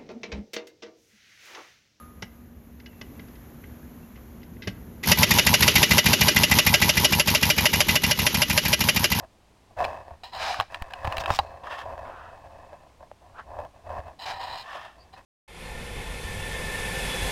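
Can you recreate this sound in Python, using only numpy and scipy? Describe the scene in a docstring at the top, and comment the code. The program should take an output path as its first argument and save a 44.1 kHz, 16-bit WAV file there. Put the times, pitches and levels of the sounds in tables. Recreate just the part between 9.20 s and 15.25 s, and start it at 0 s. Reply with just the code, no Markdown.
"""Gravel scrapes and rubbing fingers

A hand scrapes and shuffles over playground pea gravel in short spells, near a camera in a plastic case.
Gritty scrapes and fingers rubbing on the case make dull drags, bright slides and soft brushes.
Knocks ring the hollow case, soft pushes thump it, and the hand swishes past.
Handling adds a low rumble over faint outdoor air; one small chirp comes near the end."""
import sys
import numpy as np
from scipy import signal
from scipy.io import wavfile

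SR = 44100
rng = np.random.default_rng(int(sys.argv[2]) if len(sys.argv) > 2 else 0)


def persist_wave(psi):
    """Save psi, clipped to +-1, as 16-bit WAV."""
    counts = np.round(np.clip(psi, -1, 1) * 32767).astype(np.int16)
    wavfile.write(sys.argv[1], SR, np.atleast_2d(counts).T)


N = 266805

# Hand strokes, one table for each kind. The body is the low part of the sound, the hiss the high part.
# (start t/s, attack t/s, hold t/s, release t/s, body level/dB, hiss level/dB, swell while held/dB)
DRAGS = [(0.0, 0.0017, 0.042, 0.023, -45, -59, 1.5), (.5, 0.0094, .01, 0.043, -53.5, -74, -0.5),
         (.562, 0.048, 0.21, .07, -28, -37.5, -20), (.84, 0.024, 0.073, 0.073, -48, -59.5, -1.5),
         (1.49, 0.033, 0.035, 0.11, -47, -44.5, 0), (1.59, 0.034, 0.31, 0.05, -52.5, -54.5, 11),
         (1.83, .02, 0.28, 0.027, -37.5, -44, 1.5), (2.07, 0.031, 0.0078, 0.012, -28.5, -33.5, 7),
         (2.19, .02, .13, 0.36, -42.5, -54, -2.5), (2.61, 0.022, 0.087, 0.14, -41, -56, 5),
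         (2.772, 0.0058, 0.15, 0.057, -40.5, -53, -2.5), (2.93, 0.045, 0.62, .25, -48.5, -59, -4),
         (3.79, 0.018, 0.044, 0.088, -51.5, -70, -2.5), (4.01, 0.0071, .05, 0.54, -54.5, -69, -0.5),
         (4.24, 0.056, 0.14, .055, -45, -64, 9), (4.535, 0.009, 0.027, 0.3, -55, -68, -1.5),
         (4.63, 0.041, 0.12, 0.055, -43, -57.5, 8), (4.805, 0.016, 0.065, 0.059, -49, -62.5, 9.5),
         (5.74, 0.041, 0.08, 0.14, -57.5, -64, -4), (5.96, 0.017, .012, 0.039, -52, -47.5, 0)]
LIGHT_SLIDES = [(1.034, 0.0016, 0.017, 0.088, -40, -43, -3.5), (1.118, 0.019, 0.034, .04, -38, -46, 4.5),
                (4.988, .005, 0.041, 0.063, -48.5, -50, 8), (5.06, 0.048, 0.066, .06, -37.5, -50, 0.5),
                (5.19, 0.016, 0.16, .06, -37, -45.5, -0.5), (5.36, 0.021, 0.048, 0.011, -44, -43.5, -2),
                (5.925, .008, .01, 0.037, -52.5, -58, 2.5)]
SLIDES = [(1.165, 0.06, 0.1, 0.12, -31.5, -33.5, -1.5), (1.35, 0.051, 0.021, 0.028, -33.5, -47.5, 0.29),
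          (5.054, 0.0035, 0.055, 0.042, -38, -40.5, 2.5)]
SWIPES = [(1.992, 0.0097, .012, 0.017, -32, -39.5, -0.63), (2.105, 0.012, 0.028, 0.082, -36, -40.5, 1.7),
          (2.14, 0.016, 0.0076, 0.014, -54, -34.5, 0)]
BRUSHES = [(2.434, 0.0019, 0.044, 0.053, -44, -47.5, 3), (2.49, 0.021, 0.041, 0.1, -41.5, -39, -0.5),
           (2.575, 0.016, 0.028, 0.031, -43, -35.5, -6.5), (5.42, 0.025, 0.094, .06, -56, -47, 6),
           (5.53, 0.024, 0.019, 0.082, -42, -40, -0.5), (5.59, .02, 0.05, 0.11, -54, -46, 1.5)]
# Tone colour of each kind of stroke: a curve (f/Hz, level/dB),
# then the resonances it wakes, which are peaks on that curve (f/Hz, width/Hz, height/dB).
DRAG_COLOUR = ([(20, -25), (100, -22.5), (250, -19.5), (420, -17), (700, -15.5), (1400, -33), (3000, -32.5),
               (5500, -39.5), (8000, -46), (16000, -55)], [(82.6, 40.5, 26.5), (545, 37, 9.5),
               (680.5, 280, 15), (1033, 360, 19.5), (1734, 560, 16), (2592, 110, 16.5), (4880, 580, 3)])
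LIGHT_SLIDE_COLOUR = ([(100, -24.5), (250, -25), (420, -22.5), (700, -5), (1400, -17.5), (3000, -19),
                      (5500, -27.5), (8000, -31.5), (16000, -22)], [(772, 29, 12.7), (969, 174, 11.4),
                      (1864, 360, 15.3), (2432, 110, 11.7), (2975, 860, 19.2), (4030, 770, 24.8),
                      (5060, 1230, 23.8), (6840, 380, 16), (8200, 1940, 19), (11860.0, 980, 9.8)])
SLIDE_COLOUR = ([(100, -39), (250, -27), (420, -24), (700, -4.5), (1400, -14.5), (3000, -15.5),
                (5500, -21.5), (8000, -31.5), (16000, -45.5)], [(762, 130, 7.2), (1640, 160, 6.7),
                (2380, 130, 7.7), (2930, 150, 5.3), (3900, 260, 4.9), (4070, 360, 5), (5020, 520, 6.6),
                (11700, 260, 3.2)])
SWIPE_COLOUR = ([(100, -14), (400, -34), (700, -18.5), (1400, -23), (2600, -9.5), (5500, -11.5),
                (7500, -16.5), (9500, -25), (16000, -27)], [(706, 80, 8.5), (1140, 200, 8.5),
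                (1600, 200, 2.8), (3680, 160, 8.3), (5330, 600, 5)])
BRUSH_COLOUR = ([(100, -34.5), (250, -12), (420, -15.5), (700, -6.5), (1400, -11.5), (3000, -21.5),
                (5500, -27), (8000, -34), (16000, -43)], [(625, 660, 20), (1086, 310, 11.2),
                (1785, 180, 14), (2680, 150, 6.7), (3270, 1140, 10.9), (5100, 260, 8.3)])
# Tone colour of the shaking case, the outdoor air and the crack of a knock (f/Hz, level/dB).
RUMBLE_COLOUR = [(15, -2), (40, -9.5), (60, 3.5), (85, -1), (125, -8), (200, -21), (320, -17.5),
                 (600, -49.5)]
AIR_COLOUR = [(20, -12.5), (90, -3.5), (200, -4), (400, -7), (750, -8), (1050, -9.5), (1350, -16),
              (2500, -17.5), (5000, -22), (9000, -27.5), (16000, -39.5)]
CRACK_COLOUR = [(300, -23), (900, 10), (1500, 1), (3500, -4.5), (5500, -14), (8000, -18.5), (16000, -42)]
# Knocks on the case (t/s, hollow level/dB, wall level/dB, hollow f/Hz, stretch factor of the fade).
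KNOCKS = [(.576, -32, -48, 915, 1.7), (.6045, -15.5, -38, 725, 1.7), (.618, -19, -46, 660, 2.5),
          (.6427, -33, -25, 920, 2), (.65, -24, -25.5, 725, 1), (.908, -33.5, -64, 704, 2.2),
          (1.305, -22, -45, 747, 3), (1.344, -24.5, -31, 1170, .9), (1.4, -14.5, -20.5, 1130, 0.85),
          (1.409, -21, -25.5, 920, 0.66), (1.545, -40, -26, 725, 1.4), (1.6225, -30, -30, 870, 0.61),
          (1.708, -44, -38.5, 770, 1.7), (1.736, -32, -28.5, 760, 1.4), (1.846, -22.5, -32, 880, 1.1),
          (1.851, -23.5, -30.5, 820, 0.92), (1.874, -19.5, -28.5, 795, 1), (1.924, -27, -27, 1120, .8),
          (1.9695, -28.5, -25.5, 690, 0.73), (1.9817, -28, -23.5, 750, 0.95), (2.038, -28, -29, 620, 1.7),
          (2.059, -24, -24, 1000, 1.1), (2.104, -11, -29, 964, 0.69), (2.1895, -11, -17.5, 805, 1.44),
          (2.196, -18.5, -35, 910, 1.2), (2.471, -31.5, -38.5, 1250, 1.2), (2.779, -31.5, -46, 674, .8),
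          (3.53, -34.5, -49, 583, 2.7), (3.829, -37.5, -56, 630, 1.1), (3.915, -34.5, -57, 600, 0.73),
          (4.2, -36.5, -55, 1170, 0.56), (4.389, -23.5, -45, 606, 3.3), (4.401, -31, -53, 606, 0.52),
          (4.45, -35, -47, 660, 0.89), (4.694, -36, -47, 660, 1.3), (4.785, -43, -40, 534, 1.9),
          (5.937, -39.5, -55, 784, 1.2)]
# Natural tones of the case walls, which each knock varies (f/Hz, level/dB, fade t/s).
# A fade is the time a sound takes to fall by 60 dB.
WALL_TONES = [(1757, 5, 0.019), (2510, -4, .012), (2897, -6, 0.027), (3250, 1.5, 0.01), (4124, 3, 0.019),
              (5130, 2.5, 0.021), (5700, -11, 0.016), (6400, -29, 0.008)]
# Soft pushes on the case (t/s, level/dB, f/Hz, fade t/s).
PUSHES = [(.915, -37, 73, 0.18), (1.392, -32, 100, 0.12), (1.619, -9, 26, 0.018), (1.63, -35, 16, .12),
          (1.848, -24, 86, 0.081), (1.877, -20, 97, 0.055), (1.983, -23, 46, 0.052),
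          (2.105, -16.5, 90, 0.042), (2.195, -26.5, 83, 0.088), (4.79, -29.5, 74, 0.15)]
# A thin metallic ring (t/s, level/dB, f/Hz, width/Hz, fade t/s).
THIN_RING = (2.19, -59, 4200, 300, .6)
# Quick swishes of the hand, each a list of points along its way (t/s, level/dB, f/Hz).
SWISH_PATHS = [
    [(2.85, -44.5, 1010), (2.92, -46.5, 1140), (3.02, -45.5, 1260), (3.1, -50, 1300), (3.16, -62, 1390)],
    [(4.14, -55, 990), (4.175, -45.5, 1150), (4.196, -36.5, 1290), (4.21, -44, 1360), (4.235, -64, 1590)],
]


def amp(db):
    """Turns decibels into a factor to multiply by."""
    return 10 ** (np.asarray(db) / 20)


def evened(x):
    """Scales a sound to an average strength (rms) of 1."""
    return x / np.sqrt(np.mean(x ** 2) + 1e-20)


def burst(x, length_s=0.002):
    """Scales a hit to the energy of a short burst of strength 1."""
    return x / np.sqrt(np.sum(x ** 2) / (length_s * SR))


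def add(mix, s, sound):
    """Mixes a sound in, starting at s seconds."""
    part = mix[max(round(s * SR), 0):][:len(sound)]
    part += sound[:len(part)]


def band(x, edge_hz, kind, order=4):
    """Keeps the "low" or the "high" side of a sound."""
    return signal.sosfilt(signal.butter(order, edge_hz, kind, fs=SR, output="sos"), x)


def coloured(x, curve, resonances=(), size=4096):
    """Gives a sound its tone colour: a curve with peaks standing on it."""
    f = abs(np.fft.fftfreq(size, 1 / SR))
    hz, db = np.transpose(curve)
    gain_db = np.interp(np.log(f + 1), np.log(hz), db)
    for centre, width, height in resonances:
        gain_db += height / (1 + (2 * (f - centre) / width) ** 2)
    # this makes each click ring after it lands, not before
    spectrum = np.exp(np.conj(signal.hilbert(np.log(amp(gain_db)))))
    return signal.fftconvolve(x, np.fft.ifft(spectrum).real)[:len(x)]


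def resonate(x, hz, width_hz):
    """Keeps the sound near a steady or moving pitch: shift it to zero, smooth it, shift it back."""
    turn = np.exp(2j * np.pi * np.cumsum(hz * np.ones(len(x))) / SR)
    return (turn * band(x / turn, width_hz / 2, "low", order=2)).real


def fading_tone(t, hz, fade_s):
    """One pure tone that dies away."""
    return np.sin(2 * np.pi * hz * t) * amp(-60 * t / fade_s)


def pressure(rows, release_drop_db=21.5):
    """Strength of body and hiss over time: each stroke bites, swells or sags, then dies away."""
    power = np.zeros((2, N))
    for start, attack, hold, release, body_db, hiss_db, swell_db in rows:
        t = np.arange(N) / SR - start
        held = np.clip((t - attack) / hold, 0, 1)
        let_go = np.maximum(t - attack - hold, 0) / release
        shape = np.clip(t / attack, 0, 1) * amp(swell_db * held - release_drop_db * let_go)
        power += (amp([[body_db], [hiss_db]]) * shape) ** 2
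    return np.sqrt(power)


def friction(slips_per_s, spread_db, hiss, judder_db, judder_hz):
    """Tiny slips of uneven size over a smooth hiss; the contact judders, so they come in clumps."""
    sizes = amp(spread_db * np.minimum(rng.exponential(1, N), 4)) * rng.choice([-1, 1], N)
    slips = evened(sizes * (rng.random(N) < slips_per_s / SR))
    rasp = slips + hiss * rng.standard_normal(N)
    judder = evened(band(rng.standard_normal(N), judder_hz, "low", order=2))
    return rasp * amp(judder_db * judder)


def strokes(rows, colour, rubbing, split_hz=1400):
    """Rubbing heard through the case: pressure feeds its hollow body, speed feeds the hiss above."""
    body_gain, hiss_gain = pressure(rows)
    sound = coloured(rubbing, *colour)
    body = evened(band(sound, split_hz, "low"))
    hiss = evened(band(sound, split_hz, "high"))
    return body_gain * body + hiss_gain * hiss


def scraping():
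    """Scrapes and fingers rubbing the case: slow drags are gritty, faster strokes blur into a rasp."""
    drag = friction(slips_per_s=1200, spread_db=2.0, hiss=0.58, judder_db=2.5, judder_hz=75)
    slide = friction(slips_per_s=4000, spread_db=1.5, hiss=0.67, judder_db=-0.35, judder_hz=91)
    light = friction(slips_per_s=4000, spread_db=3.5, hiss=0.56, judder_db=1.0, judder_hz=70)
    brush = friction(slips_per_s=2500, spread_db=0.2, hiss=0.93, judder_db=1.4, judder_hz=59)
    swipe = friction(slips_per_s=5500, spread_db=1.0, hiss=1.0, judder_db=3.0, judder_hz=90)
    return (strokes(DRAGS, DRAG_COLOUR, drag)
            + strokes(LIGHT_SLIDES, LIGHT_SLIDE_COLOUR, light)
            + strokes(SLIDES, SLIDE_COLOUR, slide)
            + strokes(SWIPES, SWIPE_COLOUR, swipe)
            + strokes(BRUSHES, BRUSH_COLOUR, brush))


def rumble(rest_db=-62.5, drag_db=-46, slide_db=-52.5, firm_db=-35, growth=0.69):
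    """The held case trembles a little at rest and shakes more the harder the hand drags or slides."""
    drag = pressure(DRAGS)[0]
    slide = pressure(SLIDES)[0] + pressure(LIGHT_SLIDES)[0]
    # a stroke whose body is at firm_db shakes the case at drag_db or slide_db
    dragged = amp(drag_db) * (drag / amp(firm_db)) ** growth
    slid = amp(slide_db) * (slide / amp(firm_db)) ** growth
    shake = np.sqrt(amp(rest_db) ** 2 + dragged ** 2 + slid ** 2)
    return shake * evened(coloured(rng.standard_normal(N), RUMBLE_COLOUR))


def air(level_db=-61):
    """The faint, steady hush of outdoor air."""
    return amp(level_db) * evened(coloured(rng.standard_normal(N), AIR_COLOUR))


def wall_clack(t, wall_db, stretch, soft_hz=1815, rise_hz=14400, reach_octaves=0.34):
    """A blow rings the wall tones near its own pitch; harder blows wake higher tones."""
    contact_hz = soft_hz + rise_hz * amp(wall_db)
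    walls = np.zeros(len(t))
    for hz, db, fade_s in WALL_TONES:
        # where the blow lands decides the sign and exact pitch of each tone
        share = rng.choice([-1, 1]) / (1 + (np.log2(hz / contact_hz) / reach_octaves) ** 2)
        walls += share * amp(db) * fading_tone(t, hz * rng.uniform(0.91, 1.03), fade_s * stretch)
    return band(walls, 5700, "low", order=2)


def knocks(upper_ratio=1.3, upper_db=-9, base_fade_s=0.025, crack_db=-5, crack_s=0.0039, tick_s=0.0013):
    """Each knock rings the walls and two tones of the hollow inside, with a brief crack and tick."""
    t, out = np.arange(SR // 10) / SR, np.zeros(N)
    for s, hollow_db, wall_db, hollow_hz, stretch in KNOCKS:
        lower = fading_tone(t, hollow_hz, base_fade_s * stretch)
        upper = fading_tone(t, hollow_hz * upper_ratio, base_fade_s * stretch)
        hollow = band(lower + amp(upper_db) * upper, 600, "high", order=3)
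        walls = wall_clack(t, wall_db, stretch)
        crack = coloured(rng.standard_normal(len(t)) * np.exp(-t / crack_s), CRACK_COLOUR)
        tick = band(rng.standard_normal(len(t)) * np.exp(-t / tick_s), 5300, "high", order=2)
        tick_gain = amp(-19) / stretch  # the shortest knocks are the hardest contacts and tick most
        clack = burst(walls) + amp(crack_db) * burst(crack) + tick_gain * burst(tick)
        add(out, s, amp(hollow_db) * burst(hollow) + amp(wall_db) * burst(clack))
    return out


def thumps():
    """Each soft push on the case sets off one low, fading tone."""
    t, out = np.arange(SR // 2) / SR, np.zeros(N)
    for s, db, hz, fade_s in PUSHES:
        add(out, s, amp(db) * fading_tone(t, hz, fade_s))
    return out


def ring():
    """A thin, wavering ring that outlasts the hardest knock."""
    s, db, hz, width_hz, fade_s = THIN_RING
    t, out = np.arange(SR // 2) / SR, np.zeros(N)
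    wavering = evened(resonate(rng.standard_normal(len(t)), hz, width_hz))
    add(out, s, amp(db - 60 * t / fade_s) * wavering)
    return out


def swishes(width_hz=800, upper_ratio=1.83, upper_db=-15, upper_width_hz=900):
    """A smooth rasp whose two broad resonances rise in pitch as the hand speeds up."""
    out = np.zeros(N)
    for path in SWISH_PATHS:
        s, db, hz = np.transpose(path)
        t = np.arange(s[0], s[-1], 1 / SR)
        pitch = np.interp(t, s, hz)
        rasp = rng.standard_normal(len(t))
        lower = evened(resonate(rasp, pitch, width_hz))
        upper = evened(resonate(rasp, pitch * upper_ratio, upper_width_hz))
        swish = band(lower + amp(upper_db) * upper, 350, "high", order=2)
        add(out, s[0], amp(np.interp(t, s, db)) * swish)
    return out


def chirp(start_s=5.775, length_s=0.085, hz=4650, width_hz=320, db=-60):
    """One faint, fuzzy high chirp: a narrow band of noise fades in and out."""
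    count, out = int(length_s * SR), np.zeros(N)
    fuzz = evened(resonate(rng.standard_normal(count), hz, width_hz))
    add(out, start_s, amp(db) * fuzz * np.hanning(count))
    return out


def scene():
    """Adds all the sounds into one channel."""
    return (scraping() + rumble() + air() + knocks() + thumps() + ring() + swishes() + chirp())[None]


def record(dry, edge_hz=16100):
    """Cuts away the very highest treble."""
    low_pass = signal.firwin(511, edge_hz, window=("kaiser", 9), fs=SR)
    return signal.oaconvolve(dry, low_pass[None], "same")


dry = scene()
out = record(dry)
persist_wave(out)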